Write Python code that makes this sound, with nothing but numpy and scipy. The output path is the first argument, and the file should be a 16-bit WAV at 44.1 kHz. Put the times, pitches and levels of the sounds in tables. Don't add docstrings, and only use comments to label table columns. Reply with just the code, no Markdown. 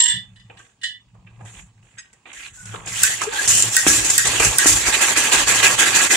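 import sys
import numpy as np
from scipy import signal
from scipy.fft import rfft, irfft, next_fast_len
from scipy.io import wavfile
from scipy.ndimage import uniform_filter1d, map_coordinates

SR = 44100
rng = np.random.default_rng(int(sys.argv[2]) if len(sys.argv) > 2 else 0)


def unload_wav(signal):
    wavfile.write(
        sys.argv[1],
        SR,
        np.round(np.clip(np.atleast_2d(signal).T, -1, 1) * 32767).astype(np.int16),
    )


N = 272052

# start in turns, length in turns,
# jet level in dB, pipe level in dB, chuff level in dB, change of the jet over the stroke in dB.
CAM_STROKES = [(0.018, 0.33, -13.5, -18.5, -27.5, -8), (.45, 0.49, -20, -24, -30.5, -5.5),
               (1.01, 0.39, -14.5, -18.5, -27, -6.5), (1.45, 0.35, -18, -23, -28, -6.5)]
# frequency in Hz, level in dB.
JET_COLOUR = [(2710, -20.5), (4600, -13), (7270, 2.5), (8380, -5), (11900, -17), (15500, -27)]
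PIPE_COLOUR = [(710, -35), (1200, -24.5), (1420, -9.5), (1630, -7.5), (2240, -5), (2550, -1.5), (4700, -7),
               (6110, -36), (10300, -120)]
CHUFF_COLOUR = [(120, -17.5), (200, -9.5), (332, -1), (472, -3.5), (680, -4.5), (850, 1), (1250, -2),
                (1620, -43.5), (2750, -120)]
# frequency in Hz, level in dB.
ROOM_COLOUR = [(88, -31.5), (150, 8.5), (242, 5.5), (856, -40.5), (2570, -9), (7310, -16), (12000, -38.5),
               (15600, -60.5), (22000, -120)]
# frequency in Hz, likeness (1 is identical).
LIKENESS = [(60, .99), (300, .94), (700, .84), (1400, .5), (2500, .12)]
# frequency in Hz, left minus right in dB.
PORT_LEAN = [(60, -0.5), (380, 1), (950, -1), (2380, -8), (5980, 5.5), (8200, -6), (11000, -4.5),
             (15000, 0)]
# start in seconds, peak in dB, extra ring of the sleeve in dB,
# time for the chatter to fall 60 dB in seconds.
HANDLE_CONTACTS = [(0, 1.5, 24, 0.035), (.032, -5.5, 24.5, 0.098), (.056, -11, -9, 0.039),
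                   (.08, -7.5, 18, 0.096), (.097, -14, 2, 0.26), (.357, -39.5, -17, 0.06),
                   (.395, -38, -26, 0.038), (.568, -39.5, -13.5, 0.057), (.812, -32, -16, 0.08),
                   (.832, -11, -10.5, 0.078), (.85, -22, -13, 0.2)]
# frequency in Hz, level in dB, time to fall 60 dB in seconds.
HANDLE_MODES = [(982, -44, 0.59), (1690, -11, 0.27), (1786, -8.5, .6), (1847, -8.5, 0.31),
                (1866, -7.5, .35), (1968, -10.5, 0.57), (2340, -23, .17), (2890, -5.5, 0.43),
                (3000, -1, 0.31), (3263, -7, 0.34), (3517, 0.5, 0.58), (3920, -6.5, 0.21),
                (4170, -8.5, .25), (4340, -13, 0.2), (4710, -13.5, .2), (4940, -10.5, 0.28),
                (5530, -14.5, 0.24), (5700, -19.5, .22), (6180, -15, 0.15), (7140, -12.5, .16),
                (7604, -4.5, 0.22), (7820, -20.5, 0.2), (8330, -14.5, 0.2), (9400, -14.5, 0.11),
                (9920, -29.5, .2), (10350, -22, .12)]
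# start in seconds, peak in dB, extra ring above 6 kHz in dB,
# time for the chatter to fall 60 dB in seconds.
IGNITER_TRIPS = [(1.9804, -15, 1.5, 0.06), (3.0332, 3.5, -13.5, 0.014), (3.7652, 3, -19, 0.0052),
                 (4.1791, 3, -5.5, 0.0084), (4.5832, 3, -4.5, 0.018)]
# frequency in Hz, level in dB, time to fall 60 dB in seconds.
IGNITER_MODES = [(1540, -4, 0.067), (1878, -9.5, 0.33), (2570, -13, 0.057), (3620, -12.5, 0.11),
                 (3790, -23, 0.27), (4360, -20.5, 0.071), (5060, -11, 0.11), (5380, -15, 0.073),
                 (6400, -11, .09), (7830, -5.5, 0.065)]
# start in seconds, bright level in dB,
# clank of the frame's upper modes in dB, clunk of its lower modes in dB, pitch it rings most near in Hz.
GEAR_KNOCKS = [(0.4964, -68, -35.5, -28, 2580), (0.591, -41, -38, -47, 1600),
               (1.1467, -63.5, -50, -43, 1170), (1.2648, -69, -38.5, -51.5, 2600),
               (1.4045, -73, -40.5, -27, 1580), (1.4504, -38, -39, -46, 1580),
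               (2.129, -39.5, -48, -43, 1900), (2.254, -72, -33, -31, 2380), (2.3293, -30, -50, -43, 2600),
               (2.6547, -24, -39, -55, 3400), (2.7389, -39, -24, -20, 1150), (2.8586, -22, -37, -35, 800),
               (2.8746, -17.5, -32, -31, 1850), (3.0978, -22, -38, -26, 1850),
               (3.2139, -14, -16, -28, 1292), (3.234, -14, -47, -45, 1600), (3.476, -0.5, -29, -39, 2600),
               (3.4993, -4.5, -40, -42, 2900), (3.6002, -6, -30, -42, 2600), (3.622, -3, -28, -45, 2600),
               (4.0477, -5, -28, -33, 2400), (4.1, -1.5, -24, -36, 2404), (4.2522, -5.5, -21, -15.5, 1200),
               (4.2698, -2, -33, -40, 3400), (4.397, -3.5, -8.5, -7, 2483), (4.42, -13, -14, -12, 2390),
               (4.4468, -1, -22, -36, 2600), (5.343, -10.5, -13, -35, 1573), (5.5564, -6, -22, -34, 2600)]
# start in seconds, level in dB.
FIRINGS = [(3.866, -4.5), (4.658, -7.5)]
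# frequency in Hz, width in Hz, level in dB.
MUFFLER_MODES = [(313.6, 55, 4), (783, 123, -5), (1440, 400, -4.5)]
# time in seconds, hum level in dB, thud level in dB.
CART_LEVELS = [(0, -68, -57.5), (.15, -41, -55.5), (.82, -68, -70.5), (1.45, -40.5, -52), (2.1, -67, -66),
               (2.4, -68.5, -60), (2.7, -37, -53), (3.42, -52, -51), (3.5, -38.5, -41), (3.69, -35.5, -50),
               (3.8, -57, -84), (3.88, -37, -32), (4.22, -44, -44), (4.37, -38, -40), (4.48, -32.5, -30.5),
               (4.6, -53.5, -58), (4.69, -38.5, -33), (5.24, -56, -48.5), (5.45, -34.5, -43),
               (6.17, -52.5, -57)]
# start in seconds, length in seconds, start pitch in Hz,
# end pitch in Hz, width in Hz, level in dB.
WHISTLES = [(2.57, 0.2, 1500, 1440, 90, -45.5), (3.265, 0.055, 403, 483, 69.5, -28.5),
            (3.31, 0.082, 860, 855, 121, -33.5), (3.324, 0.074, 1560, 1550, 159, -27.5),
            (3.383, 0.037, 1620, 1680, 172, -20), (3.034, .13, 1607, 2025, 460, -25.5),
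            (3.774, 0.071, 1562, 1940, 460, -24.5), (4.18, 0.098, 1600, 1990, 392, -25.5),
            (2.34, 0.16, 1900, 2670, 903, -42.5), (3.49, .16, 2800, 2900, 760, -24.5),
            (4.586, 0.12, 1600, 2100, 403.4, -26)]
# frequency in Hz, time to fall 60 dB in seconds.
GARAGE_DECAY = [(200, 1), (2000, 0.31), (10000, 0.21)]
# frequency in Hz, width in Hz, level in dB.
PLATE_MODES = [(1125.6, 26, -0.5), (1334, 86, -1), (1647, 79, 4), (1861, 56, 2), (2040, 59, 2),
               (2425, 35, 0.5), (2595, 64, 1.5)]
# frequency in Hz, width in Hz, level in dB.
STEEL_COLOUR = [(1680, 140, -6), (3300, 1300, -1.5), (5420, 1100, 1.5), (7600, 1900, 1)]
# start in seconds, length in seconds,
# jet hiss in dB, pipe rush in dB, low chuff in dB, change of the jet over the stroke in dB.
CRANKING_STROKES = [(.495, 0.11, -72, -61.5, -59, 1), (.57, 0.12, -54.5, -61, -81, -7),
                    (1.14, 0.25, -93, -82, -65.5, 22), (1.395, 0.072, -65, -70, -54, 2),
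                    (1.445, 0.156, -49.5, -53.5, -59, 2), (1.82, 0.14, -63.5, -63.5, -75, -1),
                    (1.975, 0.041, -43.5, -43.5, -60, -13), (2.255, 0.073, -63, -54.5, -52.5, 7.5),
                    (2.33, 0.14, -45.5, -46.5, -61, 2), (2.53, 0.1, -46, -57, -76, 1),
                    (2.655, 0.091, -43.5, -46, -60, -1.5), (2.73, 0.04, -54, -47.5, -42, 5),
                    (2.87, 0.18, -36, -38.5, -49, 13), (3.035, 0.21, -19, -28, -51, -20),
                    (3.21, 0.041, -25, -27.5, -33.5, -10), (3.32, 0.14, -31, -33.5, -38, 5.5),
                    (3.475, 0.12, -14, -30.5, -65, -3), (3.63, 0.064, -25, -32.5, -37.5, -3),
                    (3.71, 0.053, -27.5, -39, -39.5, 8.5), (3.77, 0.092, -19.5, -28.5, -38.5, -9),
                    (3.863, 0.21, -10.5, -22.5, -38.5, -18.5), (4.04, 0.14, -21.5, -34, -41.5, 0),
                    (4.18, .06, -19, -26, -59, -7), (4.245, 0.1413, -24.5, -27, -33, -2.5),
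                    (4.395, 0.075, -18.5, -25.5, -30.5, -0.5), (4.5, 0.099, -28.5, -57, -37, 3.5),
                    (4.585, 0.063, -23.5, -28, -28, 2.5), (4.657, 0.22, -8, -24, -36, -24.5)]
# time in seconds, jet level in dB.
SEEPAGE = [(0, -68.5), (1.1, -77), (2.2, -70), (2.5, -70), (2.85, -51), (3.3, -41), (3.7, -37),
           (4.85, -30.5), (6.17, -27)]
# lowest Hz, highest Hz.
SLEEVE_BANDS = [(900, 1000), (7300, 7800)]
# bright level in dB, clank in dB, clunk in dB, pitch it rings near in Hz.
CYCLE_KNOCK = (-29, -20, -19.5, 1200)
# frequency in Hz, width in Hz, level in dB.
FRAME_MODES = [(474, 84, -1), (760, 250, -1.5), (1226, 335, -4), (1583, 130, 0), (1900, 240, -6),
               (2403, 160, -4), (2650, 130, -2.5), (2980, 180, -9), (3570, 290, -10.5)]

COAST_S, TURN_S, SLOWING_S = 4.854, 0.1506, 0.0012
COAST_SWELL_DB_PER_S = 0.54
SETTLE_DB, SETTLE_S = -2.5, 0.059
CAM_KNOCK_TURNS = 0.86
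PIPE_FOLLOWS, CHUFF_FOLLOWS = 0.72, 0.06
LEAK_PIPE_DB, LEAK_CHUFF_DB = 0.5, 1
LEAK_CHUFF_TOP_DB = -50.5
OPEN_S, CLOSE_T60_S = 0.024, 0.26
PIPE_LEADS_S = 0.007
FULL_DB, SLOW_DB = -24, -53.5
SLOW_PIPE_HZ = 3736
SLOW_RIGHT_DB = 0.5
PLATES_DB = 0.5
RATTLE_FROM_DB, RATTLE_GROWS = -17.5, 0.35
RISE_S, DULL_RISE_S = 0.00094, 0.001
UPPER_HZ = 1000
NEAR_DB, NEAR_OCTAVES = 9, 0.33
LOW_DROP_S, LOW_DROP_DB = 0.062, -9
PAUSE_TURNS, PAUSE_WIDTH_TURNS = -0.07, 0.09
PAUSE_EVEN_DB, PAUSE_ODD_DB = -4, -2
TOP_HZ = 15665


def amp(db):
    return 10 ** (np.asarray(db) / 20)


def along(points, hz):
    f, v = np.transpose(points)
    return np.interp(np.log(hz + 1), np.log(f + 1), v)


def curves(rows, at):
    places, *columns = np.transpose(rows)
    return np.array([np.interp(at, places, column) for column in columns])


def wobble(rate):
    knots = rng.standard_normal(int(N * rate / SR) + 4)
    return map_coordinates(knots, [np.arange(N) * rate / SR])


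def filtered(x, response):
    m = next_fast_len(N + SR // 2)
    return irfft(rfft(x, m) * response(np.fft.rfftfreq(m, 1 / SR)), m)[..., :N]


def resonances(modes):
    def response(f):
        return sum((-1) ** k * amp(db) * 1j * f * w / (c * c - f * f + 1j * f * w)
                   for k, (c, w, db) in enumerate(modes))
    return response


def coloured(points):
    return lambda hz: amp(along(points, hz))


def at_ports(x):
    return filtered(x, lambda hz: amp(along(PORT_LEAN, hz) / 2 * np.array([[1], [-1]])))


def rush(response, grit_db, patchy_db=2):
    grains = rng.standard_normal((2, N)) * amp(grit_db * wobble(700))
    z = signal.stft(grains, nperseg=256)[2]
    patches = uniform_filter1d(rng.standard_normal(z.shape[1:]), size=4, axis=0)
    patches = uniform_filter1d(patches, size=14, axis=1)
    pair = signal.istft(z * amp(patchy_db * patches / np.std(patches)), nperseg=256)[1][:, :N]

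    def shares(hz):
        angle = np.arccos(np.clip(along(LIKENESS, hz), -1, 1)) / 2
        return response(hz) * [np.cos(angle), np.sin(angle)]

    shared, own = filtered(pair, shares)
    both = at_ports(np.array([shared + own, shared - own]))
    return both / np.std(both.mean(axis=0))


def struck(events, modes, extra_bands, bass_hz, grip_s, crack_db, crack_s, crack_grows, colour):
    rings, cracks = np.zeros((2, N + SR)), np.zeros((2, N + SR))
    t = np.arange(SR // 3) / SR
    rise = 1 - np.exp(-t / RISE_S)
    hz, level, t60 = np.repeat(np.transpose(modes), 4, axis=1)[..., None]
    hz = hz * (1 + 0.0045 * rng.standard_normal(hz.shape))
    tones = amp(-60 * t / np.clip(t60, 0.03, 0.5)) * np.sin(2 * np.pi * hz * t) * rise
    for s, db, extra_db, chatter_s in events:
        in_bands = sum((hz > low) * (hz < high) for low, high in extra_bands)
        size = amp(level + extra_db * in_bands + 2 * rng.standard_normal(hz.shape))
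        ring = size[:, 0] @ tones
        chatter = [[1, 0.99], [1, -0.8]] @ rng.standard_normal((2, len(t)))
        chatter = chatter * amp(-60 * t / max(chatter_s, 0.005)) * rise
        body = signal.fftconvolve(chatter, ring[None], axes=1)[:, :len(t)]
        body *= amp(-30 * (t / grip_s) ** 3) / np.abs(body).max()
        start = round(max(s, 0) * SR)
        rings[:, start:][:, :len(t)] += amp(db) * body
        crack = amp(crack_grows * db + crack_db - 60 * t / crack_s) * rise
        cracks[:, start:][:, :len(t)] += crack * rng.standard_normal((2, len(t)))
    no_bass = signal.butter(4, bass_hz, "high", fs=SR, output="sos")
    return signal.sosfilt(no_bass, rings[:, :N] + filtered(cracks[:, :N], colour))


def handle():
    def colour(hz):
        return resonances(STEEL_COLOUR)(hz) ** 3
    rattle = struck(HANDLE_CONTACTS, HANDLE_MODES, SLEEVE_BANDS, bass_hz=850, grip_s=0.24,
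                    crack_db=-11.0, crack_s=0.19, crack_grows=1.3, colour=colour)
    return at_ports(rattle) * amp([[-1.2], [1.2]])


def low_drop_db():
    t = np.arange(N) / SR
    dropped = sum((t > s) * (t < s + LOW_DROP_S) for s, *_ in IGNITER_TRIPS)
    return LOW_DROP_DB * uniform_filter1d(dropped * 1.0, size=300)


def cart():
    levels_db = curves(CART_LEVELS, np.arange(N) / SR)
    hum, thud = amp(levels_db + low_drop_db() / 2 + 1.6 * wobble(12))

    def shake(modes):
        return rush(lambda hz: resonances(modes)(hz) ** 2, grit_db=-8.0, patchy_db=-1.0)

    return hum * shake([(109.0, 16.2, 4.0), (189.4, 42, -3.0)]) + thud * shake([(50.1, 54, 0)])


def room_tone():
    return amp(-68.5) * rush(coloured(ROOM_COLOUR), grit_db=0.5)


def crank_time(turns):
    return COAST_S + TURN_S * turns + SLOWING_S * turns ** 2 / 2


def strokes():
    coasting = []
    for cycle in range(5):
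        for start, length, *level_db, change_db in CAM_STROKES:
            s = crank_time(2 * cycle + start)
            length_s = crank_time(2 * cycle + start + length) - s
            swell_db = COAST_SWELL_DB_PER_S * (s - COAST_S)
            swell_db += SETTLE_DB * np.exp((COAST_S - s) / SETTLE_S)
            coasting.append((s, length_s, *np.add(level_db, swell_db), change_db))
    return CRANKING_STROKES + coasting


def air_levels():
    t = np.arange(N) / SR
    leak_db, = curves(SEEPAGE, t)
    leak_chuff_db = np.minimum(leak_db + LEAK_CHUFF_DB, LEAK_CHUFF_TOP_DB)
    power = amp([leak_db, leak_db + LEAK_PIPE_DB, leak_chuff_db]) ** 2
    lead = np.array([[0], [PIPE_LEADS_S], [PIPE_LEADS_S]])
    follows = np.array([[1], [PIPE_FOLLOWS], [CHUFF_FOLLOWS]])
    for s, length, *level_db, change_db in strokes():
        span = slice(round((s - PIPE_LEADS_S) * SR), round((s + length + CLOSE_T60_S) * SR))
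        u = t[span] - s + lead
        drift_db = change_db * np.clip(u / length, 0, 1) * follows
        close_db = -60 * np.clip(u - length, 0, None) / CLOSE_T60_S
        opening = np.sin(np.pi / 2 * np.clip(u / OPEN_S, 0, 1))
        power[:, span] += (opening * amp(np.array(level_db)[:, None] + drift_db + close_db)) ** 2
    return 10 * np.log10(power)


def pause_db():
    t = np.arange(N) / SR
    dips = 0
    for turn in range(1, 9):
        depth_db = PAUSE_EVEN_DB if turn % 2 == 0 else PAUSE_ODD_DB
        away = (t - crank_time(turn + PAUSE_TURNS)) / (PAUSE_WIDTH_TURNS * TURN_S)
        dips = dips + depth_db * np.exp(-away ** 2)
    return dips


def valve_air():
    jet_db, pipe_db, chuff_db = air_levels() + pause_db() + 0.63 * wobble(60)
    slow = np.clip((FULL_DB - jet_db) / (FULL_DB - SLOW_DB), 0, 1)
    jet = rush(coloured(JET_COLOUR), grit_db=1.5, patchy_db=1.5)
    core = filtered(jet, lambda hz: np.abs(resonances([(7500, 4300, 0.0048)])(hz)) ** 2)
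    jet = jet + slow * (core - jet)
    plates = rush(lambda hz: resonances(PLATE_MODES)(hz) ** 1.5, grit_db=4, patchy_db=2.5)
    rattle_db = PLATES_DB + RATTLE_GROWS * np.clip(pipe_db - RATTLE_FROM_DB, -15, 5)
    pipe = rush(coloured(PIPE_COLOUR), grit_db=0.0, patchy_db=3.0) + plates * amp(rattle_db)
    lower = filtered(pipe, lambda hz: 1 / (1 + (hz / SLOW_PIPE_HZ) ** 6))
    pipe = pipe + slow * (lower - pipe)
    pipe = pipe * amp(1.2 * wobble(45) + 4 * slow * wobble(160))
    chuff = rush(coloured(CHUFF_COLOUR), grit_db=1.5, patchy_db=2.0)
    flow = (amp(jet_db) * jet + amp(pipe_db) * pipe) * amp(SLOW_RIGHT_DB * slow * [[-1], [1]])
    return flow + amp(chuff_db + low_drop_db()) * chuff


def valve_gear():
    t = np.arange(SR // 8) / SR
    bright, frame = np.zeros(N + SR), np.zeros((2, N + SR))
    tick = amp(-6 - 60 * t / 0.049) * (1 - np.exp(-t / 0.002))
    knock = amp(-60 * t / 0.068) * (1 - np.exp(-t / DULL_RISE_S))
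    chatter = [[1, 0.6], [1, -0.6]] @ rng.standard_normal((2, N)) * amp(4 * wobble(500))
    chatter = np.pad(at_ports(chatter), ((0, 0), (0, SR)))
    hz, width_hz, db = np.transpose(FRAME_MODES)[..., None]
    fade = np.pi * width_hz * t
    tones = width_hz * fade * np.exp(-fade) * np.sin(2 * np.pi * hz * t) * 2 * np.pi / SR
    cam_knocks = [(crank_time(2 * cycle + CAM_KNOCK_TURNS), *CYCLE_KNOCK) for cycle in range(4)]
    for s, bright_db, clank_db, clunk_db, near_hz in GEAR_KNOCKS + cam_knocks:
        span = slice(round(s * SR), round(s * SR) + len(t))
        near_db = NEAR_DB * np.exp(-(np.log2(hz / near_hz) / NEAR_OCTAVES) ** 2)
        blow_db = np.where(hz > UPPER_HZ, clank_db, clunk_db)
        size = amp(blow_db + db + near_db + 2 * rng.standard_normal(hz.shape))
        ring = size[:, 0] @ tones
        bright[span] += amp(bright_db) * tick
        body = signal.fftconvolve(knock * chatter[:, span], ring[None], axes=1)[:, :len(t)]
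        frame[:, span] += body * np.linalg.norm(ring) * np.linalg.norm(knock) / np.linalg.norm(body)
    steel = rush(lambda hz: amp(along(JET_COLOUR, hz)) / (1 + (hz / 11000) ** 8), grit_db=1.5)
    return bright[:N] * steel + amp(13.5) * frame[:, :N]


def igniter():
    colour = resonances([(2000, 280, -16.0), (8000, 1600, 5.0)])
    snaps = struck(IGNITER_TRIPS, IGNITER_MODES, [(6000, SR)], bass_hz=1360, grip_s=0.21,
                   crack_db=5.5, crack_s=0.019, crack_grows=3.5, colour=colour)
    return amp(-8.5) * snaps * amp([[-1.5], [1.5]])


def whistles():
    out = np.zeros((2, N))
    for s, length, start_hz, end_hz, width_hz, db in WHISTLES:
        u = np.arange(round(length * SR)) / (length * SR)
        cycles = length * (start_hz * u + (end_hz - start_hz) * u ** 2 / 2)
        carrier = np.exp(2j * np.pi * cycles)
        knots = rng.standard_normal((2, 2, 200))
        spread = np.array([[map_coordinates(k, [u * length * width_hz + 2]) for k in pair] for pair in knots])
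        band = (spread[0] + 1j * spread[1]) * carrier + 0.1 * carrier
        swell = np.sqrt(np.sin(np.pi * u ** 0.75))
        out[:, round(s * SR):][:, :len(u)] += amp(db) * band.real * swell
    return out


def firing():
    front = np.zeros(N)
    u = np.arange(400) / SR / 0.00013
    for s, db in FIRINGS:
        front[round(s * SR):][:len(u)] += amp(db + 21) * u * np.exp(-u)
    return filtered(front, resonances(MUFFLER_MODES)) * np.ones((2, 1))


def garage(x):
    hz, t, z = signal.stft(rng.standard_normal((2, SR // 2)), SR, nperseg=256)
    fade = amp(-60 * t / along(GARAGE_DECAY, hz)[:, None])
    tail = signal.istft(z * fade, SR, nperseg=256)[1]
    late = np.pad(x, ((0, 0), (200, 0)))
    return signal.fftconvolve(late, tail / np.linalg.norm(tail[0]), axes=1)[:, :N]


def scene():
    hits = igniter() + valve_gear() + firing()
    echo = amp(-9.0) * garage(hits)
    return handle() + cart() + room_tone() + valve_air() + whistles() + hits + echo


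def record(dry):
    dry = filtered(dry, lambda hz: 1 / (1 + (32 / (hz + 1)) ** 4))
    clipped = dry / (1 + np.abs(dry / 1.05) ** 8) ** (1 / 8)
    return filtered(clipped, lambda hz: hz < TOP_HZ)


dry = scene()
out = record(dry)
unload_wav(out)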